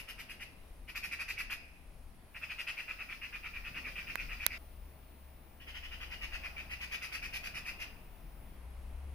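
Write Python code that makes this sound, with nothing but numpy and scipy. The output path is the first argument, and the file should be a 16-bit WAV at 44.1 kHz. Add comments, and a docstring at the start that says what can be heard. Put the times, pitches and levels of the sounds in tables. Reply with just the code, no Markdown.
"""Magpies scolding a cat

Four bouts of harsh chatter from a flat roof, about nine notes a second: uneven puffs from the syrinx
ring the throat, the open bill adds rasp, and walls and gardens answer. Behind them a town rumbles and
a distant engine drones. Two sharp clicks sound close on the right, a thin electronic whine on the left."""
import sys
import numpy as np
from scipy import signal
from scipy.fft import rfft, irfft, next_fast_len
from scipy.io import wavfile
from scipy.ndimage import uniform_filter1d, map_coordinates

SR = 44100
rng = np.random.default_rng(int(sys.argv[2]) if len(sys.argv) > 2 else 0)


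def digitize_waveform(pressure):
    """Quantize a signal to 16-bit integers and store it at the path in sys.argv[1].

    Rows of a 2-D input are taken as channels; values are limited to [-1, 1].
    """
    field = np.atleast_2d(pressure).T
    bounded = np.clip(field, -1, 1)
    quanta = np.round(bounded * 32767).astype(np.int16)
    wavfile.write(sys.argv[1], SR, quanta)


N = 403074


def amp(db):
    """dB to gain."""
    return 10 ** (np.asarray(db) / 20)


def unit(x):
    """Scale to rms 1."""
    return x / np.sqrt(np.mean(x ** 2) + 1e-20)


def along(points, hz):
    """Interpolate (Hz, value) points on a log frequency axis."""
    knots_hz, values = np.transpose(points)
    return np.interp(np.log(hz + 1), np.log(knots_hz), values)


def curves(rows, t=None):
    """Each column after the time, interpolated at times t or at every sample."""
    knots_s, *columns = np.transpose(rows)
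    return [np.interp(np.arange(N) / SR if t is None else t, knots_s, column) for column in columns]


def wobble(rate_hz):
    """Smooth random curve, rate_hz knots a second."""
    knots = rng.standard_normal(int(N * rate_hz / SR) + 4)
    return map_coordinates(knots, [np.arange(N) * rate_hz / SR])


def filtered(x, response):
    """Apply a complex frequency response."""
    n = x.shape[-1]
    size = next_fast_len(n + 4096)
    return irfft(rfft(x, size) * response(np.fft.rfftfreq(size, 1 / SR)), size)[..., :n]


def causal(x, gain_db, size=1024):
    """Minimum-phase filter with the response gain_db(hz)."""
    cepstrum = irfft(np.log(amp(gain_db(np.fft.rfftfreq(size, 1 / SR)))))
    cepstrum[1:size // 2] *= 2
    cepstrum[size // 2 + 1:] = 0
    return signal.fftconvolve(x, irfft(np.exp(rfft(cepstrum))))[:len(x)]


def add(track, start_s, sound):
    """Mix a sound into the track."""
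    i = round(start_s * SR)
    part = sound[..., max(-i, 0):N - i]
    track[..., max(i, 0):max(i, 0) + part.shape[-1]] += part


def rush(spectrum, correlation, pan_db, patchy_db):
    """Stereo noise, rms near 1, with random gain patches in time and frequency."""
    bins = signal.stft(rng.standard_normal((2, N)), nperseg=512)[2]
    patches = uniform_filter1d(rng.standard_normal(bins.shape[1:]), size=5, axis=0)
    patches = unit(uniform_filter1d(patches, size=20, axis=1))
    pair = signal.istft(bins * amp(patchy_db * patches), nperseg=512)[1][:, :N]
    mid, side = filtered(pair, lambda hz: amp(along(spectrum, hz)))
    side = side * np.tan(np.arccos(correlation) / 2)
    return unit(np.array([mid + side, mid - side])) * amp([[pan_db / 2], [-pan_db / 2]])


def town(surge_db=2.4, drift_db=0.4):
    """Deep rumble, traffic and the wash of far streets, over a faint hiss."""
    # Each row: time in seconds, then rumble, traffic, wash and hiss levels in dB.
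    levels = [(0, -58, -63, -64.5, -67), (2.1, -54.5, -63.5, -67, -69.5), (2.6, -59.5, -64.5, -62.5, -66.5),
              (3.5, -54.5, -63.5, -66.5, -67.5), (3.9, -53.5, -57.5, -63, -65),
              (4.45, -52, -60, -63, -64.5), (4.7, -57.5, -62, -64.5, -67.5), (5.7, -56.5, -63.5, -65, -69),
              (6.5, -51.5, -63, -58, -67.5), (7, -57.5, -62.5, -64, -66.5), (7.7, -54.5, -60, -60, -67.5),
              (8.15, -55, -61, -63, -68.5), (9.14, -48.5, -60, -61.5, -68)]
    # Noise spectra. Each row: frequency in Hz, relative density in dB.
    rumble_spectrum = [(12, 1.5), (28, 7.5), (42, 12.5), (55, -3), (80, -1), (130, -45)]
    traffic_spectrum = [(50, -3), (90, 2), (140, -1), (240, -2.5), (400, -10), (700, -13.5), (1500, -52)]
    wash_spectrum = [(200, -0.5), (450, -6), (650, 1.5), (1000, -2.5), (1600, -8.5), (2500, -7.5),
                     (3500, -18.5), (5500, -29), (7500, -42), (12000, -34)]
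    hiss_spectrum = [(3000, -5), (5500, -9.5), (7600, -16), (9000, -4.5), (10000, -3.5), (11500, -3),
                     (13000, -12.5), (15000, -10), (15900, -14)]
    rumble_db, traffic_db, wash_db, hiss_db = curves(levels)
    rumble = rush(rumble_spectrum, correlation=0.96, pan_db=4.8, patchy_db=0.3)
    rumble_db += surge_db * wobble(4.4)
    traffic_db += drift_db * wobble(2.96)
    traffic = rush(traffic_spectrum, correlation=0.88, pan_db=3.5, patchy_db=1.5)
    wash = rush(wash_spectrum, correlation=0.46, pan_db=0.8, patchy_db=0.33)
    hiss = rush(hiss_spectrum, correlation=0.036, pan_db=0, patchy_db=1.5)
    return (amp(rumble_db) * rumble + amp(traffic_db) * traffic
            + amp(wash_db) * wash + amp(hiss_db) * hiss)


def engine():
    """A distant exhaust revs and eases off; little but its firing note carries."""
    # Each row: time in seconds, firing rate in Hz, level in dB.
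    revs = [(0, 68.2, -70), (1.15, 68, -60), (1.7, 68, -73), (2.1, 68.5, -61.5), (2.7, 68, -71.5),
            (3.7, 69, -59.5), (4.25, 62.4, -61), (4.85, 69.5, -52.5), (5.02, 68.9, -61),
            (5.27, 66.9, -53.5), (5.55, 68, -66), (5.76, 67.7, -52), (6.2, 62, -55.5), (6.55, 66, -56.5),
            (7.1, 60, -60), (8.15, 59.7, -66.5), (8.33, 59.7, -55), (8.8, 64, -48.5), (9.14, 69, -42.5)]
    firing_hz, level_db = curves(revs)
    phase = 2 * np.pi * np.cumsum(firing_hz * (1 + 0.015 * wobble(14))) / SR
    drone = np.sin(phase) + amp(-36) * np.sin(2 * phase) + amp(-29.5) * np.sin(3 * phase)
    return amp(level_db + 2.0 * wobble(6)) * unit(drone) * amp([[1.6], [-1.6]])


def whine(whine_hz=15000, steady_hz=9717, steady_db=-86):
    """An electronic whistle on the left comes on, swells and fades, over a faint steady tone."""
    # Each row: time in seconds, left level in dB.
    levels = [(2.28, -92), (2.33, -66.5), (3.3, -66.5), (4.2, -62.5), (4.7, -66.5), (8.55, -66.5),
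              (8.62, -92)]
    tone = lambda hz: np.sqrt(2) * np.sin(2 * np.pi * hz * np.arange(N) / SR)
    whistle = amp(curves(levels)[0]) * tone(whine_hz) * amp([[0], [-15]])
    return whistle + amp(steady_db) * tone(steady_hz)


def clicks(left_db=-19, highpass_hz=450, knock_t60_s=0.0028, rebound_s=0.00191):
    """Hard, dry clicks: a dull knock, a bright snap and one faint rebound."""
    # Each row: start in seconds, knock level in dB, knock frequency in Hz, snap level in dB.
    hits = [(4.1562, -9.5, 1890, -22), (4.465, -7.5, 2180, -0.5)]
    # Each row: frequency in Hz, relative level in dB, T60 in seconds.
    snap_modes = [(3880, -3, 0.0023), (4940, -17.5, .004), (6000, -13, 0.0051), (10600, -12, 0.0027),
                  (11700, 2.5, 0.0017), (13800, -11, 0.0025)]
    out, t = np.zeros(N), np.arange(SR // 40) / SR
    mode = lambda hz, db, t60_s: amp(db - 60 * t / t60_s) * np.sin(2 * np.pi * hz * t)
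    attack = 1 - np.exp(-t / 0.00008)
    for start_s, knock_db, knock_hz, snap_db in hits:
        knock = mode(knock_hz, knock_db, knock_t60_s)
        snap = sum(mode(hz, snap_db + db, t60_s) for hz, db, t60_s in snap_modes)
        add(out, start_s, (knock + snap) * attack)
        add(out, start_s + rebound_s, amp(-12) * knock)
    return signal.lfilter(*signal.butter(1, highpass_hz, "high", fs=SR), out) * amp([[left_db], [0]])


def echo(x, t60s, delay_s):
    """Diffuse stereo tail; each frequency decays at its own rate."""
    hz, t, bins = signal.stft(rng.standard_normal((2, SR // 2)), SR, nperseg=256)
    tail = signal.istft(bins * amp(-60 * t / along(t60s, hz)[:, None]), SR, nperseg=256)[1]
    tail = np.pad(tail / np.linalg.norm(tail[0]), ((0, 0), (int(delay_s * SR), 0)))
    return signal.fftconvolve(x[None], tail, axes=1)


def over_roof(call, lead_ms, scatter_s=0.0022, lead_above_hz=1200):
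    """The rough roof scatters short waves; unscattered treble arrives left first. Power is kept."""
    # Each row: frequency in Hz, share of power scattered.
    scattered = [(1000, 0.088), (2600, 0.14), (3600, 0.99), (6000, 0.96), (9000, 1), (14000, 0.24)]
    t = np.arange(SR // 100) / SR
    paths = rng.standard_normal((2, len(t))) * np.exp(-t / scatter_s)

    def response(hz):
        share = along(scattered, hz)
        lead_rad = np.pi * np.maximum(hz - lead_above_hz, 0) * lead_ms / 1000 * np.array([[1], [-1]])
        scatter_rad = np.angle(rfft(paths, 2 * len(hz) - 2))
        return np.sqrt(1 - share) * np.exp(1j * lead_rad) + np.sqrt(share) * np.exp(1j * scatter_rad)

    pair = filtered(call, response)
    return pair * np.std(call) / np.std(pair, axis=1, keepdims=True)


def syrinx(t, rate_hz, jitter=0.13, puff_s=0.0018, count=32):
    """Airflow through the membranes: uneven, quickening slaps and their rounded puffs."""
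    gaps_s = np.exp(jitter * rng.standard_normal(count)) / rate_hz / (1 + 0.05 * np.arange(count))
    times_s = np.cumsum(gaps_s) - 0.8 / rate_hz
    slaps = np.bincount(np.abs(times_s * SR).astype(int), np.ones(count), len(t))[:len(t)]
    puffs = signal.fftconvolve(slaps, t * np.exp(-t / puff_s))[:len(t)]
    return unit(slaps), unit(puffs)


def swell(t, start_s, length_s, fall_s, rise_s=0.016, crescendo_db=4):
    """Note envelope: rounded rise, growing pressure, quick decay."""
    onset = np.sin(np.pi / 2 * np.clip((t - start_s) / rise_s, 0, 1)) ** 2
    pressure = amp(crescendo_db * np.clip((t - start_s) / length_s, 0, 1))
    return onset * pressure * np.exp(-np.maximum(t - start_s - length_s, 0) / fall_s)


def note(length_s, level_db, throat_hz, hiss_db, rasp_db=-9.5, ring_db=3.5, ring_width_hz=150):
    """One 'chak': the throat sounds first, the treble follows as the bill opens."""
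    # Voice bands, low to high. Each row: frequency in Hz, relative gain in dB.
    body_band = [(300, -26.5), (700, -19.5), (1100, -7.5), (1400, 0.5), (1650, 2), (1900, 9.5),
                 (2200, -14.5), (3000, -38.5)]
    throat_band = [(1200, -30.5), (1800, -13), (2000, -2), (2180, -2.5), (2400, 3.5), (2750, -1),
                   (3050, -8.5), (3500, -21), (4500, -42.5)]
    rasp_band = [(2500, -28), (3300, -6), (3900, -5), (4500, -3), (4950, 3), (5600, -3.5), (6200, -5.5),
                 (7300, -13), (9000, -32)]
    hiss_band = [(6000, -26), (8200, -5.5), (9500, -1.5), (11500, 1.5), (12900, -3), (13800, -3),
                 (15000, -10), (16000, -32)]
    t = np.arange(SR // 8) / SR
    slaps, puffs = syrinx(t, rate_hz=152.1 * throat_hz / 2498)  # a tighter throat pulses faster
    pulses = 0.33 * slaps + puffs * rng.standard_normal(len(t))
    air = 0.5 * pulses + 0.94 * rng.standard_normal(len(t))
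    effort = swell(t, 0, length_s - 0.001, fall_s=0.0094)
    bill_air = air * swell(t, 0.0068, length_s - 0.008, fall_s=0.023)
    # Each puff carries a few cycles of the membranes' unsteady whistle.
    waver = unit(uniform_filter1d(rng.standard_normal(len(t)), size=90))
    phase = 2 * np.pi * np.cumsum(throat_hz * (1 + 0.061 * waver)) / SR
    whistle = unit(puffs * effort * np.sin(phase))
    # Soft notes are hoarser: less whistle, more body.
    whistle_db = -5 + 0.1 * (level_db + 40)
    body_db = -8 - 0.16 * (level_db + 43)
    resonance = lambda hz: ring_db / (1 + ((hz - throat_hz) / ring_width_hz) ** 2)
    warp = (2500 / throat_hz) ** 0.17
    bands = [(pulses * effort, lambda hz: along(throat_band, hz * warp) + resonance(hz), -1.8),
             (pulses * effort, lambda hz: along(body_band, hz), body_db),
             (bill_air, lambda hz: along(rasp_band, hz), rasp_db),
             (bill_air, lambda hz: along(hiss_band, hz), hiss_db)]
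    voice = amp(whistle_db) * whistle + sum(amp(db) * unit(causal(x, shape)) for x, shape, db in bands)
    return amp(level_db) * voice * np.sqrt(length_s / t[-1])


def magpies(garden_db=-16.5, wall_turn=0.33, bout_gap_s=0.3, hush_s=(4.58, 5.55)):
    """Notes arrive over the roof and off walls and gardens; a turned head dulls only the direct path."""
    # Each row: time in seconds, level in dB.
    notes = [(-.025, -45.5), (.079, -46.5), (.182, -46.5), (.29, -47.5), (.399, -47), (.878, -48),
             (.95, -40), (1.027, -40), (1.11, -40), (1.19, -40), (1.278, -39), (1.377, -38.5),
             (1.499, -39.5), (2.347, -45.5), (2.417, -42), (2.494, -42), (2.582, -40.5), (2.669, -38.5),
             (2.772, -41), (2.88, -41), (2.989, -43), (3.092, -42), (3.215, -42.5), (3.324, -44),
             (3.433, -44), (3.534, -44.5), (3.64, -44), (3.745, -42.5), (3.844, -41.5), (3.957, -42),
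             (4.069, -42.5), (4.174, -41.5), (4.29, -43), (4.398, -42), (4.503, -43), (5.6, -55.5),
             (5.67, -49), (5.744, -46.5), (5.827, -47.5), (5.911, -47), (6.002, -46), (6.106, -44.5),
             (6.212, -42), (6.322, -42), (6.431, -42), (6.565, -44), (6.699, -42.5), (6.805, -42),
             (6.913, -40.5), (7.016, -42), (7.119, -41), (7.221, -43), (7.328, -41), (7.433, -43),
             (7.542, -42.5), (7.655, -42.5), (7.792, -43.5)]
    # Each row: time in seconds, throat resonance in Hz, head turned away from 0 to 1.
    caller = [(0, 2760, 0.04), (.4, 2686, 0.16), (.9, 2478, 0.23), (1.5, 2478, 0.21), (2.38, 2527, 0.67),
              (2.64, 2595, 0.24), (2.9, 2527, 0.85), (3.8, 2543, 1), (4.45, 2428, 1), (5.6, 3033, 0.3),
              (6.03, 2933, 0.36), (6.28, 2683, .3), (6.5, 2430, 0.66), (6.72, 2573, 0.29),
              (7.05, 2477, 0.01), (7.8, 2550, 0.01)]
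    # Each row: time in seconds, left lead in ms, wall echo in dB, hiss in dB re note level.
    place = [(0, 0.071, -6, -8.5), (1.5, 0.076, -9.5, -12.5), (2.6, 0.043, -9, -11.5),
             (4.4, 0.023, -2, -16), (5.7, 0.28, -2.5, -18), (6.4, .26, -7, -14), (7.8, 0.19, -5, -14)]
    # The bill beams treble forward. Each row: frequency in Hz, gain in dB when fully turned away.
    beam = [(2800, -0.5), (5000, -17), (10000, -19.5)]
    # Echo decay. Each row: frequency in Hz, T60 in seconds.
    wall_t60s = [(500, 0.63), (2500, 0.23), (5000, 0.48), (12000, 0.045)]
    garden_t60s = [(500, 0.84), (1700, 0.94), (2250, 0.88), (2580, 1), (2900, 0.88), (3500, 0.5),
                   (4400, .5), (5050, 0.85), (5800, 0.65), (9000, 0.097)]
    # Each row: frequency in Hz, left minus right in dB.
    pan = [(700, 1.5), (1300, -4), (2400, 0), (3200, 7), (4500, 5.5), (6300, 6), (8100, -3), (11000, -4.5),
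           (15000, 5)]
    first_length_s, late_length_s = 0.035, 0.05  # notes lengthen through a bout
    out, sung, previous_s = np.zeros((2, N)), 0, -np.inf
    for time_s, level_db in notes:
        sung = sung + 1 if time_s - previous_s < bout_gap_s else 0
        previous_s = time_s
        length_s = late_length_s + (first_length_s - late_length_s) * np.exp(-sung / 7)
        throat_hz, turn = curves(caller, time_s)
        lead_ms, wall_db, hiss_db = curves(place, time_s)
        call = note(length_s, level_db, throat_hz, hiss_db)
        call /= np.hypot(1, 0.87 * amp(wall_db))  # offsets the power the walls add
        direct = causal(call, lambda hz: turn * along(beam, hz))
        sideways = causal(call, lambda hz: wall_turn * along(beam, hz))
        start_s = time_s - 0.0096
        add(out, start_s, over_roof(direct, lead_ms))
        add(out, start_s, amp(wall_db) * echo(sideways, wall_t60s, delay_s=0.004))
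        add(out, start_s, amp(garden_db) * echo(sideways, garden_t60s, delay_s=0.035))
    # Chatter and echo drop out abruptly between the hush_s times.
    t = np.arange(N) / SR
    gate = uniform_filter1d(1.0 * ((t < hush_s[0]) | (t > hush_s[1])), size=128)
    return gate * filtered(out, lambda hz: amp(along(pan, hz) * np.array([[0.5], [-0.5]])))


def scene():
    """Birds and clicks in front of the town."""
    return town() + engine() + whine() + clicks() + magpies()


def record(dry, cutoff_hz=16200):
    """Steep low-pass band limit."""
    return filtered(dry, lambda hz: 1 / np.sqrt(1 + (hz / cutoff_hz) ** 160))


dry = scene()
out = record(dry)
digitize_waveform(out)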